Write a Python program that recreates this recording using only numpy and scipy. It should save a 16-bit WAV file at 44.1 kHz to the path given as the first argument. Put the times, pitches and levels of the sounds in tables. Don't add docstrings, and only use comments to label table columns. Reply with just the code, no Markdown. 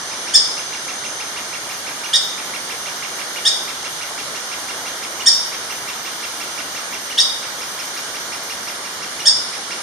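import sys
import numpy as np
from scipy import signal
from scipy.fft import rfft, irfft, next_fast_len
from scipy.io import wavfile
from scipy.ndimage import uniform_filter1d, map_coordinates

SR = 44100
rng = np.random.default_rng(int(sys.argv[2]) if len(sys.argv) > 2 else 0)


def unload_wav(signal):
    wavfile.write(
        sys.argv[1],
        SR,
        np.round(np.clip(np.atleast_2d(signal).T, -1, 1) * 32767).astype(np.int16),
    )


def attenuation_scalar(level_db):
    decades = np.asarray(level_db, float) / 20
    return 10 ** decades


N = 433062

# start_s, top_pitch_hz, second_harmonic_db, third_harmonic_db, beak_open_after_s
YELPS = [
    (0.335, 1814, -13.5, -5, 0.021),
    (2.13, 1893, -10.5, -12.5, 0.029),
    (3.449, 1874, -10.5, -12, .027),
    (5.257, 1868, -13.5, -3, 0.019),
    (7.175, 1915, -10, -8.5, 0.029),
    (9.253, 1843, -14, -4, 0.022),
]
# time_s, climb_share (0 = resting pitch, 1 = top)
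YELP_CLIMB = [(0, -.7), (.005, .18), (.011, .7), (.016, .96), (.0195, 1), (.026, .6), (.033, 0),
              (.035, -.25)]
# first_pip_s, last_pip_s, middle_late_s, level_db
PHRASES = [
    (0.124, 0.287, 0, -30.5),
    (0.584, 2.05, -0.023, -28),
    (2.392, 3.373, -0.0085, -27.5),
    (3.692, 5.21, -0.0064, -28.5),
    (5.536, 7.114, .004, -28),
    (7.442, 9.208, .01, -30),
    (9.543, 9.721, 0, -29.5),
]
PIP_COUNTS = [2, 10, 7, 10, 10, 11, 2]
# start_s, end_s, start_hz, end_hz, curve_power (how the pitch sinks)
CICADA_SONGS = [
    (1.15, 9.4, 6213, 5920, 1),
    (1.6, 8.9, 6185, 5995, 1.9),
    (0, 9.82, 5900, 5865, 1),
]
# fundamental_db, octave_db, peak_share (0-1 of the song), blur_hz
CICADA_VOICES = [(-46, -49.5, 0.22, 35), (-46.5, -52, 0.59, 31), (-78, -58.5, 0.9, 25)]
# time_s, pitch_hz, level_db, blur_hz
WIND_UP = [(0, 6090, -42, 300), (.5, 6120, -39.5, 280), (1.1, 6195, -37.5, 200), (1.32, 6208, -42, 120),
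           (1.5, 6205, -58, 50)]
# start_s, end_s, start_hz, end_hz, level_db
WHISTLES = [(0, .3, 8610, 8560, -50), (.95, 1.75, 8685, 8570, -49), (2.1, 2.9, 8700, 8585, -49),
            (3.1, 4.2, 8750, 8625, -49), (4.35, 5.3, 8800, 8665, -49), (5.55, 6.55, 8820, 8695, -49),
            (6.75, 7.5, 8830, 8620, -51)]
# start_s, end_s, level_db
KATYDID_BURSTS = [(.1, .63, -41.5), (.78, 1.41, -42.5), (1.524, 2.174, -42), (2.331, 2.897, -42.5),
                  (3.062, 3.671, -42.5), (3.832, 4.4, -43), (4.53, 5.13, -43), (5.271, 5.886, -41.5),
                  (6.074, 6.682, -43), (6.814, 7.398, -42), (7.53, 8.12, -42.5), (8.28, 8.83, -43),
                  (9.036, 9.63, -42), (9.75, 9.9, -43)]
# frequency_hz, density_db (per Hz)
HISS_LEFT = [(25, -28), (80, -12.5), (250, -4.5), (700, -0.5), (1800, -0.5), (2500, -8), (3100, -1.5),
             (4000, -3), (6200, -2.5), (7200, -6), (8700, -3), (10300, -6.5), (11500, -19), (12400, -17.5)]
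HISS_RIGHT = [(25, -30), (80, -12.5), (250, -4.5), (700, 0), (1400, 4.5), (2500, -1.5), (3100, -1),
              (4600, -2), (6300, 1.5), (7200, -4.5), (8700, -4), (10300, -16), (11500, -15), (12400, -17)]
# frequency_hz, likeness (0-1)
HISS_LIKENESS = [(60, 0.98), (110, 1.0), (190, 1.0), (350, 1), (630, 0.92), (1130, 0.29), (2030, 0.0),
                 (3650, 0), (6570, 0), (11800, 0)]
# frequency_hz, decay_s (time to fall 60 dB)
FOREST_DECAY = [(1500, 0.1178), (3500, 0.71), (5300, 0.6), (8500, 0.47), (12000, 0.055)]
# center_hz, width_hz
NOTCHES = [(2597, 158), (7712, 525)]
# frequency_hz, margin_db
HIDING_MARGIN = [(2600, 13), (7700, 14), (10500, 9), (11500, 6.5), (12300, 8), (12700, .8), (15000, 0)]


def unit(x):
    return x / np.sqrt(np.mean(x ** 2) + 1e-20)


def along(points, hz):
    f, v = np.transpose(points)
    return np.interp(np.log(hz + 1), np.log(f + 1), v)


def wobble(rate, size):
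    knots = rng.standard_normal(int(size * rate / SR) + 4)
    return map_coordinates(knots, [np.arange(size) * rate / SR])


def filtered(x, response):
    m = next_fast_len(N + SR // 2)
    return irfft(rfft(x, m) * response(np.fft.rfftfreq(m, 1 / SR)), m)[..., :N]


def columns(rows, smooth):
    s, *cols = np.transpose(rows)
    t = np.arange(s[0], s[-1] + smooth, 1 / SR)
    size = 1 + int(smooth * SR)
    return round(s[0] * SR), [uniform_filter1d(np.interp(t, s, c), size, mode="nearest") for c in cols]


def add(mix, start, x):
    n = min(x.shape[-1], mix.shape[-1] - start)
    mix[..., start:start + n] += x[..., :n]


def in_forest(x, pan_db, lag, wet_db, late_db):
    hz, t, z = signal.stft(rng.standard_normal((2, SR)), SR, nperseg=256)
    decay = attenuation_scalar(-60 * t / along(FOREST_DECAY, hz)[:, None])
    tail = signal.istft(z * decay, SR, nperseg=256)[1][:, :SR]
    t = np.arange(SR) / SR
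    uneven_db = 1.33 * rng.standard_normal((2, SR))
    near = rng.standard_normal((2, SR)) * attenuation_scalar(uneven_db - 60 * t / 0.12) * (t > .004)
    tail = tail * (1 - np.exp(-t / 0.004))
    response = attenuation_scalar(wet_db) * near / np.linalg.norm(near[0]) + attenuation_scalar(late_db) * tail / np.linalg.norm(tail[0])
    response[[0, 1], [lag, 0]] += attenuation_scalar([pan_db / 2, -pan_db / 2])
    return signal.fftconvolve(x[None], response, axes=1)


def woodpecker():
    rest_hz = 1597
    onset_s, onset_db = .005, 10
    second_top_s, second_rise, second_fall = 0.015, 686, 1091
    beak_shut_db, beak_fall = -21, 450
    muffle, early_s = 1000, 0.022
    throat_hz, throat_db, throat_slope = 1700, -15.5, 0.09

    mix = np.zeros((2, N))
    _, (climb,) = columns(YELP_CLIMB, smooth=.0045)
    size = len(climb)
    t = np.arange(size) / SR
    catch_db = -onset_db * np.clip(1 - t / onset_s, 0, 1)
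    closing = np.clip((size - np.arange(size)) / (.006 * SR), 0, 1)
    for s, top_hz, second_top_db, third_top_db, open_s in YELPS:
        hz = rest_hz + (top_hz - rest_hz) * climb
        phase = 2 * np.pi * np.cumsum(hz * (1 + 0.0037 * wobble(530, size))) / SR
        lead_s = 0.59 * (open_s - early_s)
        second_db = second_top_db - second_rise * np.clip(second_top_s - lead_s - t, 0, None)
        second_db = second_db - second_fall * np.clip(t - second_top_s, 0, None)
        third_db = np.interp(t, [onset_s, open_s], [beak_shut_db, third_top_db])
        third_db = third_db - beak_fall * np.clip(t - open_s, 0, None)
        muffled_db = muffle * (open_s - early_s) * np.clip((open_s - t) / onset_s, 0, 1)
        upper_db = throat_db - throat_slope * np.abs(hz - throat_hz) - muffled_db
        slack_db = 70 * (hz / hz.max() - 1)
        levels_db = [slack_db - 25.5, second_db + .5 * catch_db, third_db + catch_db - .3 * muffled_db,
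                     upper_db - .5, upper_db + .5, slack_db - 34.0, slack_db - 40]
        voice = np.zeros(size)
        for harmonic, db in enumerate(levels_db, start=1):
            flutter_db = 0.53 * wobble(400, size)
            voice += attenuation_scalar(db + flutter_db) * np.sin(harmonic * phase)
        rasp = 1 + .24 * wobble(2500, size)
        yelp = attenuation_scalar(1.3) * voice * rasp * closing
        add(mix, round(s * SR), in_forest(yelp, pan_db=-.6, lag=0, wet_db=-.8, late_db=-3.5))
    return mix


def far_bird():
    half_s, edge_s, drop, bend = .0175, .004, .4, 1.8
    top_pitch_hz, timid_hz, eager_hz = 1400, 45.5, 70.5
    timid_db, eager_db = 1, 1.5
    flash_s, flash_wide_s = .013, .004
    trunk_s, trunk_db = .029, -10.5

    t = np.arange(-half_s, half_s, 1 / SR)
    arch = 1 - drop * np.abs(t / half_s) ** bend
    edge = np.clip((half_s - np.abs(t)) / edge_s, 0, 1)
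    third_db = -12 + 9 * np.exp(-((t - flash_s) / flash_wide_s) ** 2)
    mix = np.zeros((2, N))
    for (first_s, last_s, late_s, db), count in zip(PHRASES, PIP_COUNTS):
        u, chance = np.linspace(0, 1, count), rng.standard_normal((count, 2))
        times = first_s + (last_s - first_s) * u + late_s * np.sin(np.pi * u)
        tops_hz = top_pitch_hz - timid_hz * (u == 0) + eager_hz * (u == 1) * (count > 2) + 18 * chance[:, 0]
        levels_db = db - timid_db * (u == 0) + eager_db * (u == 1) + .8 * chance[:, 1]
        fourth_db = -2 + 2.2 * (-29 - db)
        voice = np.zeros(2 * SR)
        for s, top_hz, level_db in zip(times, tops_hz, levels_db):
            phase = 2 * np.pi * np.cumsum(top_hz * arch * (1 + .012 * wobble(550, len(t)))) / SR
            pip = np.sin(2 * phase) + attenuation_scalar(-10.5) * np.sin(phase)
            pip += attenuation_scalar(third_db) * np.sin(3 * phase)
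            pip += attenuation_scalar(fourth_db) * arch ** 5 * np.sin(4 * phase)
            add(voice, round((s - first_s) * SR), attenuation_scalar(level_db) * edge * pip)
        add(voice, round(trunk_s * SR), attenuation_scalar(trunk_db) * voice.copy())
        wet = in_forest(voice, pan_db=-5, lag=1, wet_db=-5, late_db=-8)
        add(mix, round((first_s - half_s) * SR), wet)
    return mix


def cicadas():
    swell_db, fade_s = 25, 0.24
    mix = np.zeros((2, N))
    for song, (low_db, high_db, peak, blur_hz) in zip(CICADA_SONGS, CICADA_VOICES):
        s, end, high_hz, low_hz, bend = song
        u = np.linspace(0, 1, round((end - s) * SR))
        fade = np.clip(np.minimum(u, 1 - u) * (end - s) / fade_s, 0, 1)
        hz = high_hz + (low_hz - high_hz) * u ** bend
        swelling_db = low_db - swell_db * (u - peak) ** 2
        add(mix, round(s * SR), fade * cicada(hz, swelling_db, high_db, blur_hz))
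    start, (hz, db, blur_hz) = columns(WIND_UP, smooth=0.048)
    add(mix, start, cicada(hz, db, db - 25, blur_hz))
    return mix


def cicada(hz, low_db, high_db, blur_hz):
    tone = whine(hz, low_db + 6.0, .8 * blur_hz, pan_db=-1.5)
    octave = whine(2 * hz, high_db + 1.0, blur_hz, pan_db=7.5)
    haze = whine(2 * hz - 120, high_db - 7.0, blur_hz=192, pan_db=3)
    return tone + octave + haze


def whine(hz, db, blur_hz, pan_db):
    place = np.cumsum(np.broadcast_to(blur_hz, hz.shape)) / SR

    def fade():
        knots = rng.standard_normal(3000) + 1j * rng.standard_normal(3000)
        return np.interp(place, np.arange(3000), knots)

    fading = .5 * fade() + .6 * np.array([fade(), fade()]) + .8
    tone = np.exp(2j * np.pi * np.cumsum(hz) / SR)
    return attenuation_scalar(db + np.array([[pan_db / 2], [-pan_db / 2]])) * np.real(fading * tone)


def cricket():
    mix = np.zeros((2, N))
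    for s, end, high_hz, low_hz, db in WHISTLES:
        u = np.linspace(0, 1, round((end - s) * SR))
        sag = (1 - np.cos(np.pi * u)) / 2
        hz = high_hz + (low_hz - high_hz) * sag
        swell = np.sin(np.pi * u) ** .4
        add(mix, round(s * SR), swell * whine(hz, db + 2.5, blur_hz=45, pan_db=2.5))
    return mix


def katydid():
    t = np.arange(N) / SR
    bursts = np.zeros(N)
    for s, end, db in KATYDID_BURSTS:
        bursts += attenuation_scalar(db) * np.clip((t - s) / 0.055, 0, 1) * np.clip((end - t) / 0.018, 0, 1)
    stroke_phase = 2 * np.pi * np.cumsum(135 + .5 * wobble(3, N)) / SR
    strokes = (.5 + .5 * np.cos(stroke_phase)) ** 2.5
    shared = rng.standard_normal(N) + .11 * np.sin(2 * np.pi * 10020 * t)
    own = rng.standard_normal((2, N))
    scrape = strokes * (shared * [[1], [-1]] + .5 * own)
    ring = filtered(scrape, lambda f: np.exp(-((f - 10000) / 380) ** 2))
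    return attenuation_scalar([[4], [-6]]) * bursts * unit(ring)


def hiss():
    z = signal.stft(rng.standard_normal((2, N + 512)), nperseg=512)[2]
    patches = uniform_filter1d(uniform_filter1d(rng.standard_normal(z.shape[1:]), 6, 0), 14, 1)
    pair = signal.istft(z * attenuation_scalar(0.74 * unit(patches)), nperseg=512)[1][:, :N]

    def share(hz):
        turn = np.arccos(np.clip(along(HISS_LIKENESS, hz), -1, 1)) / 2
        return np.array([np.cos(turn), np.sin(turn)])

    mid, side = filtered(pair, share)
    sides = np.array([mid + side, mid - side])
    coloured = filtered(sides, lambda hz: attenuation_scalar([along(HISS_LEFT, hz), along(HISS_RIGHT, hz)]))
    return attenuation_scalar(-27.0 + 0.15 * wobble(1.69, N)) * unit(coloured)


def scene():
    return woodpecker() + far_bird() + cicadas() + cricket() + katydid() + hiss()


def masked(x, skirt_db):
    hz, _, z = signal.stft(x, SR, nperseg=2048, noverlap=1024)
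    bands = (np.abs(z[:, :1024]) ** 2).reshape(2, 256, 4, -1).mean(axis=(0, 2))
    center = hz[2:1024:4]
    spread = attenuation_scalar(-2 * skirt_db * np.abs(center[:, None] - center) / 1000)
    neighbours = (spread @ bands) / spread.sum(axis=1, keepdims=True)
    hidden = bands < attenuation_scalar(-2 * along(HIDING_MARGIN, center))[:, None] * neighbours
    keep = np.repeat(~hidden | (center[:, None] < 2300), 4, axis=0)
    return signal.istft(z * np.vstack([keep, keep[-1:]]), SR, nperseg=2048, noverlap=1024)[1][:, :N]


def top_cut(x):
    return signal.sosfilt(signal.butter(12, 15800, fs=SR, output="sos"), x)


def record(dry):
    def tone(f):
        response = attenuation_scalar(-5 * np.clip(f - 12450, 0, None) / 1000)
        for center, width in NOTCHES:
            gap = center * center - f * f
            response = response * (gap / (gap + 1j * f * width)) ** 2
        return response

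    x = masked(filtered(dry, tone), skirt_db=5)
    return top_cut(np.clip(x, -.98, .98))


dry = scene()
out = record(dry)
unload_wav(out)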